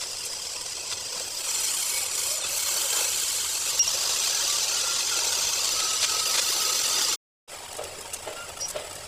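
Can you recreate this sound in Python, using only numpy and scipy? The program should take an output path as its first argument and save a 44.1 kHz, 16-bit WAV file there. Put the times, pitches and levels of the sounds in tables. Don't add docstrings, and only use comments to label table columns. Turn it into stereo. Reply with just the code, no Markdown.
import sys
import numpy as np
from scipy import signal
from scipy.fft import rfft, irfft, next_fast_len
from scipy.io import wavfile
from scipy.ndimage import uniform_filter1d

SR = 44100
rng = np.random.default_rng(int(sys.argv[2]) if len(sys.argv) > 2 else 0)


def store_wav(level_fs):
    pcm = np.round(np.clip(np.atleast_2d(level_fs), -1, 1) * 32767)
    wavfile.write(sys.argv[1], SR, pcm.T.astype(np.int16))


N = 399987
TIME = np.arange(N) / SR
FFT_SIZE = next_fast_len(N, True)
FREQS_HZ = np.maximum(np.fft.rfftfreq(FFT_SIZE, 1 / SR), 1)

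# t/s, level/dB
ARC_LEVEL = [(0, -35), (1.41, -34.5), (1.49, -28.7), (3.2, -29), (3.7, -29.5), (4.25, -26.5), (5.6, -27.5),
             (7.14, -25.5)]
# peak t/s, length/s, roar gain/dB
FLARES = [(1.18, 0.061, 6.5), (2.78, 0.13, 3.5), (2.99, 0.096, 9), (4.05, 0.21, 1.5), (5.3, 0.25, 2.5),
          (7.0, 0.046, 5.5)]
# deepest t/s, length/s, loss/dB
FALTERS = [(2.1, 0.077, 3), (2.43, 0.071, 5)]
MOVES_S = [-1, 1.4, 2.45, 3.7, 5.66, 7.3]
# low f/Hz, high f/Hz
POP_BAND_HZ = (1900, 15000)


def undb(db):
    return 10 ** (np.asarray(db) / 20)


def unit(x):
    return x / np.sqrt(np.mean(x ** 2))


def shape(x, response):
    return irfft(rfft(x, FFT_SIZE) * response, FFT_SIZE)[:N]


def colour(points):
    hz, db = np.transpose(points)
    return undb(np.interp(np.log(FREQS_HZ), np.log(hz), db))


def resonances(modes):
    return np.sqrt(sum(undb(2 * db) / (1 + ((FREQS_HZ ** 2 - hz ** 2) / (FREQS_HZ * width_hz)) ** 2)
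                       for hz, width_hz, db in modes))


def band(lo_hz, hi_hz):
    return 1 / np.sqrt((1 + (lo_hz / FREQS_HZ) ** 20) * (1 + (FREQS_HZ / hi_hz) ** 20))


def walk(rate_hz):
    knots_s = np.cumsum(rng.gamma(2, .5 / rate_hz, int(2 * rate_hz * TIME[-1])))
    return np.interp(TIME, knots_s, rng.standard_normal(len(knots_s))) * np.sqrt(3 / 2)


def window(start_s, end_s, edge_s):
    return np.sqrt(np.clip(np.minimum(TIME - start_s, end_s - TIME) / edge_s + .5, 0, 1))


def curve(points):
    return np.interp(TIME, *np.transpose(points))


def swells(rows):
    return sum(db * np.exp(-2 * ((TIME - t) / length_s) ** 2) for t, length_s, db in rows)


def crackle(rate_hz, spread_db):
    fired = rng.random(N) < rate_hz / SR
    size = undb(spread_db * np.minimum(rng.exponential(size=N), 5))
    return unit(fired * size * rng.choice([-1, 1], N))


def echoes(x, decay_s, count=60):
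    lags_s = rng.uniform(.0005, .03, count)
    taps = np.zeros(SR // 25)
    taps[(lags_s * SR).astype(int)] = rng.standard_normal(count) * np.exp(-lags_s / decay_s)
    return signal.oaconvolve(x, taps / np.linalg.norm(taps))[:N]


def rumble():
    # f/Hz, level/dB
    spectrum = [(20, -2), (50, -8), (85, 0.5), (130, -7), (160, -7.5), (210, -13.5), (400, -25.5),
                (1000, -51.5)]
    level_db = curve([(0, -57.5), (7.2, -56), (7.5, -53.5)]) + 1.4 * walk(8.8)
    return unit(shape(rng.standard_normal(N), colour(spectrum))) * undb(level_db)


def knocks():
    # t/s, level/dB, rise/s, treble/dB
    blows = [(7.785, -31, 0.0019, -10), (8.263, -32.5, 0.013, -2.5), (8.745, -29.5, 0.02, 0)]
    # f/Hz, width/Hz, level/dB
    modes = [(480, 130, -6), (610, 48, 1), (877, 110, -17), (1360, 120, -11.5), (2030, 70, -13),
             (2920, 1100, -17)]
    body, out = resonances(modes) * band(290, 4700), 0
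    for t, db, rise_s, treble_db in blows:
        age_s = np.maximum(TIME - t, 0)
        decay = np.exp(-age_s / 0.036) + 0.29 * np.exp(-age_s / 0.12)
        blow = crackle(5000, 1.4) * np.minimum(age_s / rise_s, 1) * decay
        blow[int((t + rise_s) * SR)] += undb(21)
        response = body * colour([(650, 0), (2500, treble_db)])
        out = out + undb(db) * shape(blow, unit(response))
    return out


def wavering_tone(clean=0.58, width_hz=70, trim_db=-0.5):
    # t/s, f/Hz, level before trim/dB
    track = [(2.23, 490, -43.5), (2.33, 630, -44.5), (2.46, 570, -47.5), (2.66, 560, -52), (2.75, 585, -46),
             (2.86, 540, -43), (2.93, 505, -42)]
    t, hz, db = np.transpose(track)
    phase = 2 * np.pi * np.cumsum(np.interp(TIME, t, hz)) / SR
    tone = (clean + walk(width_hz)) * np.sin(phase) + walk(width_hz) * np.cos(phase)
    octave = 0.52 * clean * np.sin(2 * phase)
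    return unit(tone + octave) * undb(np.interp(TIME, t, db) + trim_db) * window(t[0], t[-1], .05)


def fitting_hum():
    # peak t/s, length/s, f/Hz, level/dB
    puffs = [(4.36, 0.058, 1655, -38), (4.52, .06, 1170, -37.5), (4.873, 0.22, 1384, -41),
             (5.168, 0.055, 1386, -37), (5.818, 0.21, 1290, -40), (6.198, 0.35, 1278, -41),
             (6.617, 0.24, 1273, -39), (6.948, 0.38, 1262, -43.5)]
    out, breath = np.zeros(N), 0.28 + 1.02 * (walk(70) + 1j * walk(70))
    for t, length_s, hz, db in puffs:
        at = np.abs(TIME - t) < length_s
        offset_s = TIME[at] - t
        tone = np.real(breath[at] * np.exp(2j * np.pi * hz * offset_s))
        out[at] += undb(db) * np.exp(-2 * (offset_s / length_s) ** 2) * tone
    return out


def whistles():
    # t/s, length/s, start f/Hz, end f/Hz, fundamental/dB, octave/dB, rasp/fraction of pitch
    jets = [(1.909, 0.1, 2250, 2230, -38.5, -54, 0.006), (2.415, 0.04, 3660, 3470, -36, -55, 0.016),
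            (3.793, 0.03, 2810, 2842, -24.5, -12, .003), (3.812, .024, 2860, 2820, -31, -21, .004),
            (3.84, .031, 2860, 2740, -35.5, -45, .01), (3.876, 0.011, 2780, 2860, -48, -21.5, 0.008),
            (8.349, 0.11, 1378, 1420, -43, -49, .02), (8.6, 0.046, 2835, 2880, -56, -34, 0.006),
            (8.609, 0.019, 2500, 2520, -59, -34, 0.05), (8.629, 0.036, 2890, 2870, -57, -27, 0.0046),
            (8.632, 0.026, 2590, 2640, -60, -36, 0.006)]
    out, tremble, flutter = np.zeros(N), walk(900), undb(0.8 * walk(400))
    for t, length_s, start_hz, end_hz, db, octave_db, rasp in jets:
        at = slice(int(t * SR), int((t + length_s) * SR))
        progress = np.linspace(0, 1, at.stop - at.start)
        hz = (start_hz + (end_hz - start_hz) * progress) * (1 + rasp * tremble[at])
        phase = 2 * np.pi * np.cumsum(hz) / SR
        tone = undb(db) * np.sin(phase) + undb(octave_db) * np.sin(2 * phase)
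        envelope = np.sqrt(2 * np.abs(np.sin(np.pi * progress)))
        out[at] += flutter[at] * envelope * tone
    return out + 0.25 * echoes(out, 0.022)


def spatter(sizzle_db):
    # t/s, length/s, level re sizzle/dB
    bursts = [(0.009, 0.034, 1), (0.913, 0.022, 4), (2.968, 0.044, -8), (5.8, 0.0077, 2),
              (6.027, 0.025, 8.5), (6.342, 0.016, 5), (6.377, 0.023, 7)]
    # t/s, level/dB
    sparks = [(.25, -30.5), (7.728, -35.5), (7.767, -35), (7.838, -35), (8.009, -35), (8.133, -30.5),
              (8.59, -38.5), (8.608, -34.5), (8.683, -32), (8.7, -31.5), (8.928, -36.5), (8.953, -36.5)]
    spark_s, ref_db, doubling_db = 0.0074, -34, 3.5
    burst_gain = undb(sizzle_db) * sum(undb(db) * window(t, t + length_s, 0.0045)
                                       for t, length_s, db in bursts)
    spark_gain = sum(undb(db) * window(t, t + spark_s * 2 ** ((db - ref_db) / doubling_db), 0.0022)
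                     for t, db in sparks)
    rough_colour = colour([(150, -25), (500, -4), (1800, -1), (4000, 4.5), (8000, 0), (15000, -22.5)])
    bright_colour = colour([(300, -24), (2500, -17), (8000, 1), (11000, -5), (15000, -19.5)])
    rough = unit(shape(crackle(9000, 4.0), rough_colour))
    bright = unit(shape(crackle(16000, 3.3), bright_colour))
    ticks = unit(shape(crackle(120, 1.5), bright_colour)) * undb(sizzle_db - 19.5)
    spits = burst_gain * rough + spark_gain * bright + ticks
    return .85 * spits + .5 * echoes(spits, 0.0055)


def gas_pops(rate_hz=2400, decay_s=0.0012, spread_db=1.3):
    when, pitch, size, phase = rng.random((int(rate_hz * N / SR), 4)).T[:, :, None]
    age_s = np.arange(SR // 100) / SR
    hz = POP_BAND_HZ[0] + pitch * (POP_BAND_HZ[1] - POP_BAND_HZ[0])
    strength = undb(spread_db * np.minimum(-np.log(1 - size), 4))
    rings = strength * age_s * np.exp(-age_s / decay_s) * np.sin(2 * np.pi * (hz * age_s + phase))
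    at = (when * N).astype(int) + np.arange(len(age_s))
    return unit(np.bincount(at.ravel(), rings.ravel(), N)[:N])


def discharge(rate_hz, spread_db, drops_db, flutter_db, echo_gain, paths=6, pop_share=0.32):
    drops = walk(105)
    drops = drops - uniform_filter1d(drops, SR // 26)
    snaps = shape(crackle(rate_hz, spread_db), np.sqrt(1 - pop_share * band(*POP_BAND_HZ) ** 2))
    pops = gas_pops() * np.sqrt(pop_share * (POP_BAND_HZ[1] - POP_BAND_HZ[0]) / (SR / 2))
    source = (snaps + pops) * undb(drops_db * drops + flutter_db * walk(450))
    weights = np.array([walk(110) for _ in range(paths)])
    weights /= np.linalg.norm(weights, axis=0)
    sound = source + echo_gain * sum(weight * echoes(source, 0.003) for weight in weights)
    sound = sound + 0.28 * echoes(sound, 0.012)
    power = uniform_filter1d(shape(sound, band(2500, 12000)) ** 2, size=7000)
    return unit(sound / np.sqrt(power))


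def arc_bands(source, response, levels_db):
    # low f/Hz, high f/Hz
    gauges_hz = ((2500, 9000), (300, 2000), (9000, 12000), (12000, 15000))
    splits_hz = (1900, 9000), (0, 1900), (9000, 12000), (12000, np.inf)
    spectrum, out = rfft(source, FFT_SIZE) * response, 0
    for (from_hz, to_hz), (lo_hz, hi_hz), db in zip(splits_hz, gauges_hz, levels_db):
        gauged = (FREQS_HZ > lo_hz) & (FREQS_HZ < hi_hz)
        strength = np.sqrt(np.sum(response[gauged] ** 2) / len(FREQS_HZ))
        passed = (FREQS_HZ >= from_hz) & (FREQS_HZ < to_hz)
        crossover = uniform_filter1d(passed * 1., size=6000)
        out = out + irfft(spectrum * crossover, FFT_SIZE)[:N] / strength * undb(db)
    return out


def arc_level_db(second_run_db=-43):
    # peak t/s, length/s, gain/dB
    surges = [(1.66, 0.048, 2), (3.23, 0.22, 1.2), (4.25, 0.052, 1.5), (4.52, 0.069, 2)]
    first_run_db = curve(ARC_LEVEL) + swells(surges) + 0.43 * swells(FLARES) - swells(FALTERS)
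    return np.where(TIME < MOVES_S[-1], first_run_db, second_run_db)


def second_arc(sizzle_db):
    # f/Hz, level/dB
    spectrum = [(80, -34), (210, -17.5), (370, -2), (600, 0.5), (1700, -7), (2700, -1), (3800, -6),
                (5000, -4.5), (6600, -6), (7900, -3), (10500, -12), (12200, -21), (15300, -25)]
    # f/Hz, width/Hz, level/dB
    modes = [(5070, 330, -2.5), (7870, 370, 0)]
    source = discharge(rate_hz=9000, spread_db=2.5, drops_db=2.0, flutter_db=1.2, echo_gain=1.0)
    response = np.hypot(colour(spectrum), resonances(modes))
    roar_db, fizz_db, top_db = sizzle_db - 2, sizzle_db - 8, sizzle_db - 16
    return arc_bands(source, response, (sizzle_db, roar_db, fizz_db, top_db)) * (TIME > MOVES_S[-1])


def first_arc(sizzle_db):
    # f/Hz, level/dB
    spectrum = [(80, -33), (210, -23), (350, -12.5), (540, -8), (1350, -7.5), (1850, -15), (2700, -10),
                (4800, -4), (8200, -5), (9500, -16.4), (11300, -19), (12100, -20.5), (15300, -22)]
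    # t/s, fizz re sizzle/dB, top re fizz/dB
    treble = [(0, -12.5, -9), (1.1, -17.5, -6), (1.38, -14, -1), (1.45, -12.5, -4), (1.9, -6.5, -6.5),
              (2.6, -9, -2.5), (3.25, -10.5, -4.5), (3.55, -10, -7), (4.1, -14, -4), (5.0, -16, -5),
              (5.6, -14.5, -3), (5.95, -15, -6.5), (6.5, -11, -3), (7.1, -14, -4.5)]
    # f/Hz, width/Hz, level/dB
    outside = [(510, 260, -1), (710, 70, 1), (1013, 55, 1), (2650, 580, 1.5), (3200, 150, 5.5),
               (4950, 640, 10), (5930, 630, 5.5), (7782, 1000, 7)]
    rim = [(2248, 61, 1.5), (2540, 150, -1), (3120, 261, 2), (4160, 31, 1.5), (4380, 100, 5),
           (5080, 580, 2), (5880, 100, 8), (7140, 270, 7.5), (8050, 570, 6), (9170, 113, 5.5),
           (10397, 455, 2.5), (11350, 239, -3), (13100, 191, -3), (13246, 65, -7)]
    lip = [(1550, 160, -7.5), (2230, 55, -3), (2620, 70, -1.5), (3125, 150, 1), (4220, 130, -1.5),
           (4630, 65, 2), (6000, 190, -0.5), (7230, 910, 0), (7940, 90, 1.5), (8370, 430, -1.2),
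           (10400, 309, -8.5), (11300, 240, -6.5)]
    hole = [(2608, 120, -6), (3200, 412, -5), (4750, 1060, -1.8), (6100, 300, 0.2), (6570, 90, -4.5),
            (7250, 390, -3), (9350, 230, -7), (10550, 344, -8.7), (11387, 304, -8), (12033, 72, -12),
            (13485, 391, -13.5)]
    deep = [(398, 240, -11), (2220, 97, -3), (2924, 480, 0.5), (3540, 244, -1), (4688, 880, 6),
            (5980, 350, 6.5), (7250, 280, 5), (7962, 564, -1.7), (8500, 35, 6), (10500, 1132, -2.5),
            (13490, 363, -6.5), (14108, 54, -5.5), (14581, 206, -12.5)]
    positions, roars_re_flame_db = (outside, rim, lip, hole, deep), (-11.5, -14, -14, -13, -13)
    source = discharge(rate_hz=12000, spread_db=2.0, drops_db=1.74, flutter_db=1.06, echo_gain=0.75)
    flame_db = curve(ARC_LEVEL) + swells(FLARES)
    t, fizz_offset_db, top_offset_db = np.transpose(treble)
    dulling_db = 1.3 * swells(FALTERS)
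    fizz_db = sizzle_db + np.interp(TIME, t, fizz_offset_db) - dulling_db
    top_db = fizz_db + np.interp(TIME, t, top_offset_db) - dulling_db
    out = 0
    for start_s, end_s, modes, roar_db in zip(MOVES_S, MOVES_S[1:], positions, roars_re_flame_db):
        response = np.hypot(colour(spectrum), resonances(modes))
        levels_db = sizzle_db, flame_db + roar_db, fizz_db, top_db
        out = out + arc_bands(source, response, levels_db) * window(start_s, end_s, 0.048)
    return out


def scene():
    sizzle_db = arc_level_db()
    tones = fitting_hum() + wavering_tone()
    arc = first_arc(sizzle_db) + second_arc(sizzle_db)
    mono = arc + spatter(sizzle_db) + whistles() + tones + knocks() + rumble()
    return np.stack([mono, mono])


def record(dry):
    # start t/s, end t/s
    pause_s = (7.15, 7.486)
    follow_s, threshold_db, cutoff_hz = .006, -25.5, 15450
    pole = np.exp(-1 / (follow_s * SR))
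    rms = np.sqrt(signal.lfilter([1 - pole], [1, -pole], dry[0] ** 2) + 1e-12)
    gain = np.minimum(undb(threshold_db) / rms, 1) ** .5
    clipped = np.tanh(1.876 * gain * dry) / 1.747
    gate = 1 - window(*pause_s, 0.021) ** 2
    lowpass = signal.ellip(12, .2, 80, cutoff_hz, fs=SR, output="sos")
    return signal.sosfilt(lowpass, clipped * gate)


dry = scene()
out = record(dry)
store_wav(out)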